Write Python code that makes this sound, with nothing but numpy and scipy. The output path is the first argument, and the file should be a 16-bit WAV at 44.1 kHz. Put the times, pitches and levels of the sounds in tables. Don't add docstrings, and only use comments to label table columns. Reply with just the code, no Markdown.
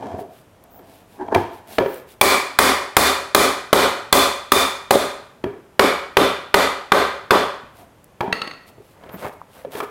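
import sys
import numpy as np
from scipy import signal
from scipy.fft import irfft
from scipy.io import wavfile
from scipy.ndimage import uniform_filter1d

SR = 44100
rng = np.random.default_rng(int(sys.argv[2]) if len(sys.argv) > 2 else 0)


def int16_out(signal):
    q = np.round(np.clip(np.atleast_2d(signal).T, -1, 1) * 32767)
    wavfile.write(sys.argv[1], SR, q.astype(np.int16))


N = 436590
FILTER_TAPS = 8192
HZ = np.fft.rfftfreq(FILTER_TAPS, 1 / SR)

# t/s, force/dB, face hardness (about 0 soft, about 1 hard), bass/dB, favoured ring f/Hz,
# ring lift/dB, bench thump level/dB, board rebound level/dB
BLOWS = [(2.2124, 2.5, 1.27, -1.5, 2310, 10.5, -24, -11), (2.5880, 1.5, 1.03, -0.5, 2150, 5, -19, -13.5),
         (2.9669, 1.5, 1.14, -2.5, 1200, 0, -14.5, -10.5), (3.3476, 0, 1.09, 1, 2060, 2.5, -29, -15),
         (3.7292, 1.5, 0.6, 0.5, 1160, -2, -27, -13), (4.1265, 0.5, 1.22, -1, 3490, 6.5, -19, -9),
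         (4.5194, -1, 1.16, -2.5, 3590, 10.5, -20, -9), (4.9075, -4.5, 0.94, 0.5, 625, 7, -28, -3.5),
         (5.7938, -3, 0.21, -1.5, 2250, 9.5, -29, -11.5), (6.1690, -3, -0.07, -1.5, 3530, 2.5, -23, -11),
         (6.542, -2, 0.12, -6, 1980, 2, -21, -18), (6.9192, -2.5, -0.2, -3.5, 1560, 2.5, -22, -12),
         (7.3068, -3.5, -0.25, -2, 960, 2, -25, -13)]
# f/Hz, relative level/dB per Hz
HARD_FACE_SPECTRUM = [(35, -50.5), (60, -13), (172, -14.5), (268, -5), (346, -8.5), (389, -3.5), (458, -7),
                      (1140, -4.5), (1580, -10), (2410, -12.5), (2710, -18), (3500, -13), (5090, -18.5),
                      (10000, -20), (16000, -27.5)]
SOFT_FACE_SPECTRUM = [(35, -38), (60, -16.5), (222, -9.5), (274, -7), (346, -8.5), (408, -2.5), (458, -5),
                      (553, -6.5), (1090, -7), (1200, -7), (2710, -19), (3500, -16.5), (5590, -27),
                      (13000, -32), (16000, -44.5)]
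# f/Hz, width/Hz, lift/dB
JOINT_MODES = [(197, 18, 4.5), (272.5, 17, 5.5), (397.2, 46, 7), (560.4, 69, 8.5), (748, 56, 1.5),
               (1023, 35, 2.5), (1196, 160, 3), (1271, 48, 1.5), (1570, 28, 1), (1990, 140, 3.5),
               (2420, 130, 8.5), (2435, 37, -5), (3050, 130, 4), (3500, 330, 4), (4140, 180, 2.5),
               (4576, 1300, 5), (6900, 300, 0)]
# f/Hz, gain/dB
NEAR_COLOUR = [(100, 0), (350, -3.5), (1100, 0.5), (3000, -1.5), (7000, -4), (15000, 2.5)]
ROOM_LIKENESS = .65
REBOUND_S, REBOUND_HZ, REBOUND_WIDTH_HZ = .04, 312, 200

# t/s, level/dB, brightness/dB per octave, bass/dB, favoured ring f/Hz
KNOCKS = [(.024, -24.5, -2.5, -8, 905), (.141, -25, -16, 1, 670), (.187, -21, -8, -3, 713),
          (0.791, -37, 0, 1, 355), (1.212, -30, -3.5, 3, 970), (1.282, -23.5, -3.5, -3, 885),
          (1.3231, -15.5, -7, -25, 910), (1.3462, -8.5, 4.5, 6, 720), (1.358, -13, -2, -1.5, 96),
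          (1.7830, -3.5, 1, -2.5, 522), (1.859, -17.5, 0, -2, 370), (5.4391, -12.5, 0, 4.5, 371),
          (7.632, -35, -17, 37, 59), (8.2064, -10, 1, -2.5, 847), (8.277, -21, -3.5, 2, 200),
          (8.779, -37, -9, 0, 106.5), (9.036, -32.5, 2, 10, 634), (9.091, -33, 3.5, 10, 455),
          (9.137, -28, -5, 8, 186), (9.247, -26, 0, 12, 900), (9.6477, -26, -1, 3, 550),
          (9.7511, -19, 1, -4, 413), (9.8020, -18, 2.5, -13, 1230)]
# f/Hz, relative level/dB per Hz
WOOD_SPECTRUM = [(40, -17.5), (100, -5.5), (200, -6.5), (380, -6.5), (750, -7.5), (1200, -12),
                 (2500, -20.5), (4500, -30.5), (7000, -43), (16000, -46)]
# f/Hz, width/Hz, lift/dB
BENCH_MODES = [(272, 34, 6.5), (419, 81, 6), (658, 48, 6.5), (950, 52, 6.5), (1150, 32, -1.5),
               (1716, 74, 8.5), (2340, 100, 8), (3240, 130, 8)]
KNOCK_RING_DB, KNOCK_RING_WIDTH_SHARE = 15, .27
SETTLE_S, SETTLE_DB, SETTLE_DB_PER_OCTAVE, SETTLE_HZ = .016, -11.5, -4.5, 393

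# f/Hz, relative level/dB per Hz
HANDLE_SPECTRUM = [(60, -11), (200, 1), (450, 4), (1000, -0.5), (1600, -4.5), (2800, -7.5), (4400, -2),
                   (6000, -25), (10000, -24), (16000, -36)]
# f/Hz, width/Hz, lift/dB
HANDLE_MODES = [(1110, 41, 7.5), (1325, 130, 13), (1620, 55, 3), (1920, 280, 14.5), (2150, 92, 5),
                (2700, 360, 14.5), (4420, 240, 12.5), (6440, 350, 16), (8600, 190, 7)]
DROP_S, DROP_DB, BOUNCE_LOSS_DB = 8.3261, -8.5, 7
FIRST_FLIGHT_S, FLIGHT_RATIO = .0906, .637

# mid-stroke t/s, length/s, level/dB
SCRAPES = [(1.215, 0.068, -27), (1.328, 0.05, -18.5), (1.362, .06, -11.5)]
# f/Hz, relative level/dB per Hz
SCRAPE_SPECTRUM = [(100, -24), (350, 8.5), (550, -8), (800, 5), (1000, 0.5), (1300, -16), (1650, -8),
                   (2400, -36), (5000, -39), (16000, -57)]
# mid-stroke t/s, length/s, relative level/dB
GRIPS = [(9.14, 0.52, -43), (9.254, 0.11, -28.5), (9.59, 0.18, -46), (9.775, 0.15, -33),
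         (9.835, 0.042, -29)]
# f/Hz, relative level/dB per Hz
GRIP_SPECTRUM = [(35, -51), (60, -13), (371, -4), (480, 0), (527, 2.5), (1170, -3.5), (1340, -5),
                 (2140, -11.5), (2350, -14.5), (5330, -32), (16000, -33)]
# mid-stroke t/s, length/s, relative level/dB
RUBS = [(.09, 0.42, -33), (.80, 0.72, -52.5), (1.27, 0.41, -43.5), (1.72, 0.16, -45), (7.82, 0.17, -51),
        (8.69, 0.086, -51)]
# f/Hz, relative level/dB per Hz
RUB_SPECTRUM = [(35, -52), (60, -28), (91, 1), (149, -21), (189, -5), (371, -7.5), (553, -11.5), (682, 1),
                (1340, -21.5), (2350, -31), (6140, -38), (14200, -52), (16000, -68)]
# mid-stroke t/s, length/s, relative level/dB
BRUSHES = [(.203, 0.073, -45.5), (.365, 0.2, -52), (.94, 0.32, -51.5), (1.14, 0.18, -52),
           (1.555, 0.15, -49.5), (1.738, 0.18, -37.5), (1.935, 0.25, -44), (2.11, 0.11, -44.5),
           (7.795, 0.17, -49.5), (8.686, .065, -46.5), (8.885, .24, -57.5), (9.21, 0.14, -42.5),
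           (9.28, 0.042, -43), (9.332, .04, -50), (9.575, 0.23, -49), (9.745, 0.096, -37.5),
           (9.79, 0.064, -34.5), (9.84, .04, -42)]
# f/Hz, relative level/dB per Hz
BRUSH_SPECTRUM = [(500, -42), (1500, 13), (3500, 13), (6500, 4.5), (10000, 8.5), (13000, 9), (16000, 5)]

# middle t/s, length/s, top pitch f/Hz, relative level/dB
SQUEAKS = [(.76, .16, 15200, -53), (1.925, .27, 15400, -48), (9.143, .08, 14400, -43)]
# share of the pitch, relative level/dB
SQUEAK_PARTIALS = [(1, -4), (.84, -9), (1, 3)]
SQUEAK_SAG_SHARE, SQUEAK_WAVER_SHARE = .25, .035
SQUEAK_WAVER_S, SQUEAK_FLUTTER_S = .025, .002
# t/s, level/dB, f/Hz, width/Hz
TICKS = [(.639, -43, 14000, 5000), (1.943, -34, 11000, 4000), (8.043, -41, 12800, 3980),
         (9.4153, -31, 1044, 340)]

# f/Hz, relative level/dB per Hz
AIR_SPECTRUM = [(12, -36), (20, -13), (93, 1), (210, -2), (377, -5.5), (624, -4), (759, -10), (897, -8.5),
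                (2080, -19), (3160, -21.5), (4180, -27), (13500, -30), (16000, -38)]
AIR_DB = -52
# f/Hz, t60/s
SHOP_T60 = [(80, 0.39), (210, 0.42), (560, 0.53), (1470, 0.63), (3880, 0.56), (8000, 0.48), (15000, 0.35)]
# f/Hz, level/dB
SHOP_COLOUR = [(40, -3), (90, 3), (160, 0), (290, 2), (500, 0.5), (1200, 0), (4000, -3), (14000, 3.5)]
# f/Hz, time constant/s
SHOP_BUILD_UP = [(100, 0.0073), (400, 0.0041), (1200, 0.004), (4000, 0.017), (14000, 0.0043)]
LIMIT_DB, SENSE_S, EDGE_HZ = -10.5, .006, 16000


def blows(thump_hz=46, thump_t60_s=0.11, sway_hz=72, sway_re_thump_db=-11, sway_t60_s=0.57):
    out, t, same_room = np.zeros(N), np.arange(SR) / SR, shop()
    thump = amp(-60 * t / thump_t60_s) * np.sin(2 * np.pi * thump_hz * t)
    sway = amp(sway_re_thump_db - 60 * t / sway_t60_s) * np.sin(2 * np.pi * sway_hz * t)
    for s, force_db, hard, bass_db, ring_hz, ring_db, thump_db, rebound_db in BLOWS:
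        colour_db = hard * read(HARD_FACE_SPECTRUM) + (1 - hard) * read(SOFT_FACE_SPECTRUM)
        colour_db = colour_db + bass_db * shelf(520) + ripple()
        colour_db = colour_db + lifts(JOINT_MODES) + lifts([(ring_hz, 150, ring_db)])
        crack = amp(3.0) * body(shock(contact_s=0.003), colour_db + read(NEAR_COLOUR))
        room = np.sqrt(ROOM_LIKENESS) * same_room + np.sqrt(1 - ROOM_LIKENESS) * shop()
        tail = amp(-2.5) * body(room, colour_db)
        add(out, s, amp(force_db) * (crack + tail))
        add(out, s, amp(thump_db) * (thump + sway))
        rebound_colour_db = colour_db + hump(REBOUND_HZ, REBOUND_WIDTH_HZ)
        thud = body(impact(contact_s=0.0072, room_db=-17.5), rebound_colour_db)
        add(out, s + REBOUND_S, amp(rebound_db) * thud)
    return out


def ripple():
    smoothed = uniform_filter1d(rng.standard_normal(len(HZ)), size=18)
    weights = evened(uniform_filter1d(smoothed, size=12))
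    return 1.4 * weights * (1 - shelf(700))


def knocks():
    out, octaves = np.zeros(N), np.log2(np.clip(HZ, 500, 6000) / 500)
    for s, db, db_per_octave, bass_db, ring_hz in KNOCKS:
        colour_db = read(WOOD_SPECTRUM) + db_per_octave * octaves + bass_db * shelf(280) + lifts(BENCH_MODES)
        touch = body(impact(contact_s=0.0026, room_db=-13.5), colour_db + favoured(ring_hz))
        add(out, s, amp(db) * touch)
        settle_colour_db = colour_db + SETTLE_DB_PER_OCTAVE * octaves + favoured(SETTLE_HZ)
        settle = body(impact(contact_s=0.009, room_db=-13), settle_colour_db)
        add(out, s + SETTLE_S, amp(db + SETTLE_DB) * settle)
    return out


def favoured(hz):
    return lifts([(hz, KNOCK_RING_WIDTH_SHARE * hz, KNOCK_RING_DB)])


def handle(count=5):
    out, s = np.zeros(N), DROP_S
    for k in range(count):
        hit = body(impact(contact_s=0.0018, room_db=-16), read(HANDLE_SPECTRUM) + lifts(HANDLE_MODES))
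        add(out, s, amp(DROP_DB - k * BOUNCE_LOSS_DB) * hit)
        s += FIRST_FLIGHT_S * FLIGHT_RATIO ** k
    return out


def scraping():
    return friction(SCRAPES, read(SCRAPE_SPECTRUM), slips_per_s=520, smooth=0.54, room_db=-5)


def gripping():
    return amp(-0.5) * friction(GRIPS, read(GRIP_SPECTRUM), slips_per_s=350, smooth=0.8, room_db=-9)


def rubbing():
    colour_db = read(RUB_SPECTRUM) + lifts(BENCH_MODES) + lifts([(1620, 280, 2.1)])
    return amp(2) * friction(RUBS, colour_db, slips_per_s=300, smooth=1.0, room_db=-8)


def brushing():
    return amp(-3.5) * friction(BRUSHES, read(BRUSH_SPECTRUM), slips_per_s=390, smooth=1.5, room_db=-10.5)


def friction(strokes, colour_db, slips_per_s, smooth, room_db):
    slips = evened(rng.standard_normal(N) * (rng.random(N) < slips_per_s / SR))
    grain = evened(slips + smooth * rng.standard_normal(N))
    level = sum(amp(db) * stroke(s, length_s) for s, length_s, db in strokes)
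    direct, room = body(level * grain, colour_db), shop()
    echo = signal.oaconvolve(direct, room / np.linalg.norm(room))[:N]
    return direct + amp(room_db) * echo


def stroke(middle_s, length_s):
    phase = np.clip((np.arange(N) / SR - middle_s) / length_s, -.5, .5)
    return np.cos(np.pi * phase) ** 2


def squeaks():
    out = np.zeros(N)
    for s, length_s, top_hz, db in SQUEAKS:
        speed = np.sin(np.pi * np.arange(0, length_s, 1 / SR) / length_s)
        for share, partial_db in SQUEAK_PARTIALS:
            waver = SQUEAK_WAVER_SHARE * wander(len(speed), SQUEAK_WAVER_S)
            hz = share * top_hz * (1 - SQUEAK_SAG_SHARE * (1 - speed) + waver)
            level = amp(db + partial_db) * speed ** 2 * wander(len(speed), SQUEAK_FLUTTER_S)
            add(out, s - length_s / 2, level * np.sin(2 * np.pi * np.cumsum(hz) / SR))
    return out


def wander(length, time_s):
    return evened(uniform_filter1d(rng.standard_normal(SR), size=max(round(time_s * SR), 1)))[:length]


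def ticks(contact_s=0.00072):
    out = np.zeros(N)
    for s, db, hz, width_hz in TICKS:
        add(out, s, amp(db) * body(shock(contact_s), hump(hz, width_hz)))
    return out


def air():
    return amp(AIR_DB) * body(rng.standard_normal(N), read(AIR_SPECTRUM))


def shop(echo_db=-3, echo_s=0.032):
    t = np.arange(SR) / SR
    early = evened(rng.standard_normal(SR) * (rng.random(SR) < 500 / SR))
    taps = rng.standard_normal(SR) + amp(echo_db) * np.exp(-t / echo_s) * early
    hz, at_s, bands = signal.stft(taps, SR, nperseg=512)
    bands *= amp(read(SHOP_COLOUR, hz)[:, None] - 60 * at_s / read(SHOP_T60, hz)[:, None])
    bands *= 1 - np.exp(-at_s / read(SHOP_BUILD_UP, hz)[:, None])
    return signal.istft(bands, SR, nperseg=512)[1][:SR] * np.minimum(t / 0.0021, 1)


def impact(contact_s, room_db):
    return shock(contact_s) + amp(room_db) * shop()


def shock(contact_s):
    u = np.arange(SR) / SR / contact_s
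    return np.sqrt(u) * np.exp((1 - u ** 2) / 4) * rng.choice([-1., 1.], SR)


def body(x, db):
    log_gain = np.log(amp(np.r_[db, db[-2:0:-1]]))
    response = np.exp(np.conj(signal.hilbert(log_gain)))[:len(HZ)]
    ring = irfft(response)[:FILTER_TAPS // 2]
    return signal.oaconvolve(x, ring / np.linalg.norm(ring))[:len(x)]


def lifts(modes):
    return sum(db / (1 + (2 * (HZ - hz) / width_hz) ** 2) for hz, width_hz, db in modes)


def hump(hz, width_hz):
    return -20 * np.log10(1 + ((HZ - hz) / width_hz) ** 2)


def shelf(corner_hz):
    return 1 / (1 + (HZ / corner_hz) ** 4)


def read(points, hz=HZ):
    f, value = np.transpose(points)
    return np.interp(np.log(hz + 1), np.log(f + 1), value)


def amp(db):
    return 10 ** (np.asarray(db) / 20)


def evened(x):
    return x / np.sqrt(np.mean(x ** 2) + 1e-20)


def add(mix, s, sound):
    part = mix[max(round(s * SR), 0):][:len(sound)]
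    part += sound[:len(part)]


def scene():
    impacts = blows() + knocks() + handle() + ticks()
    handling = scraping() + gripping() + rubbing() + brushing() + squeaks()
    return np.tile(impacts + handling + air(), (2, 1))


def record(dry, recovery_db_per_s=118, attack_s=0.00069):
    x = dry[0]
    sense, attack = np.exp(-1 / (SENSE_S * SR)), np.exp(-1 / (attack_s * SR))
    power_db = 10 * np.log10(signal.lfilter([1 - sense], [1, -sense], x ** 2) + 1e-12)
    fall_db = np.arange(N) * recovery_db_per_s / SR
    held_db = np.maximum.accumulate(power_db + fall_db) - fall_db
    over_db = np.maximum(held_db - LIMIT_DB, 0)
    ducked = x / amp(signal.lfilter([1 - attack], [1, -attack], over_db))
    clipped = np.clip(ducked, -1, 1)
    lowpass = signal.firwin(511, EDGE_HZ, window=("kaiser", 7), fs=SR)
    return np.tile(signal.oaconvolve(clipped, lowpass, "same"), (2, 1))


dry = scene()
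out = record(dry)
int16_out(out)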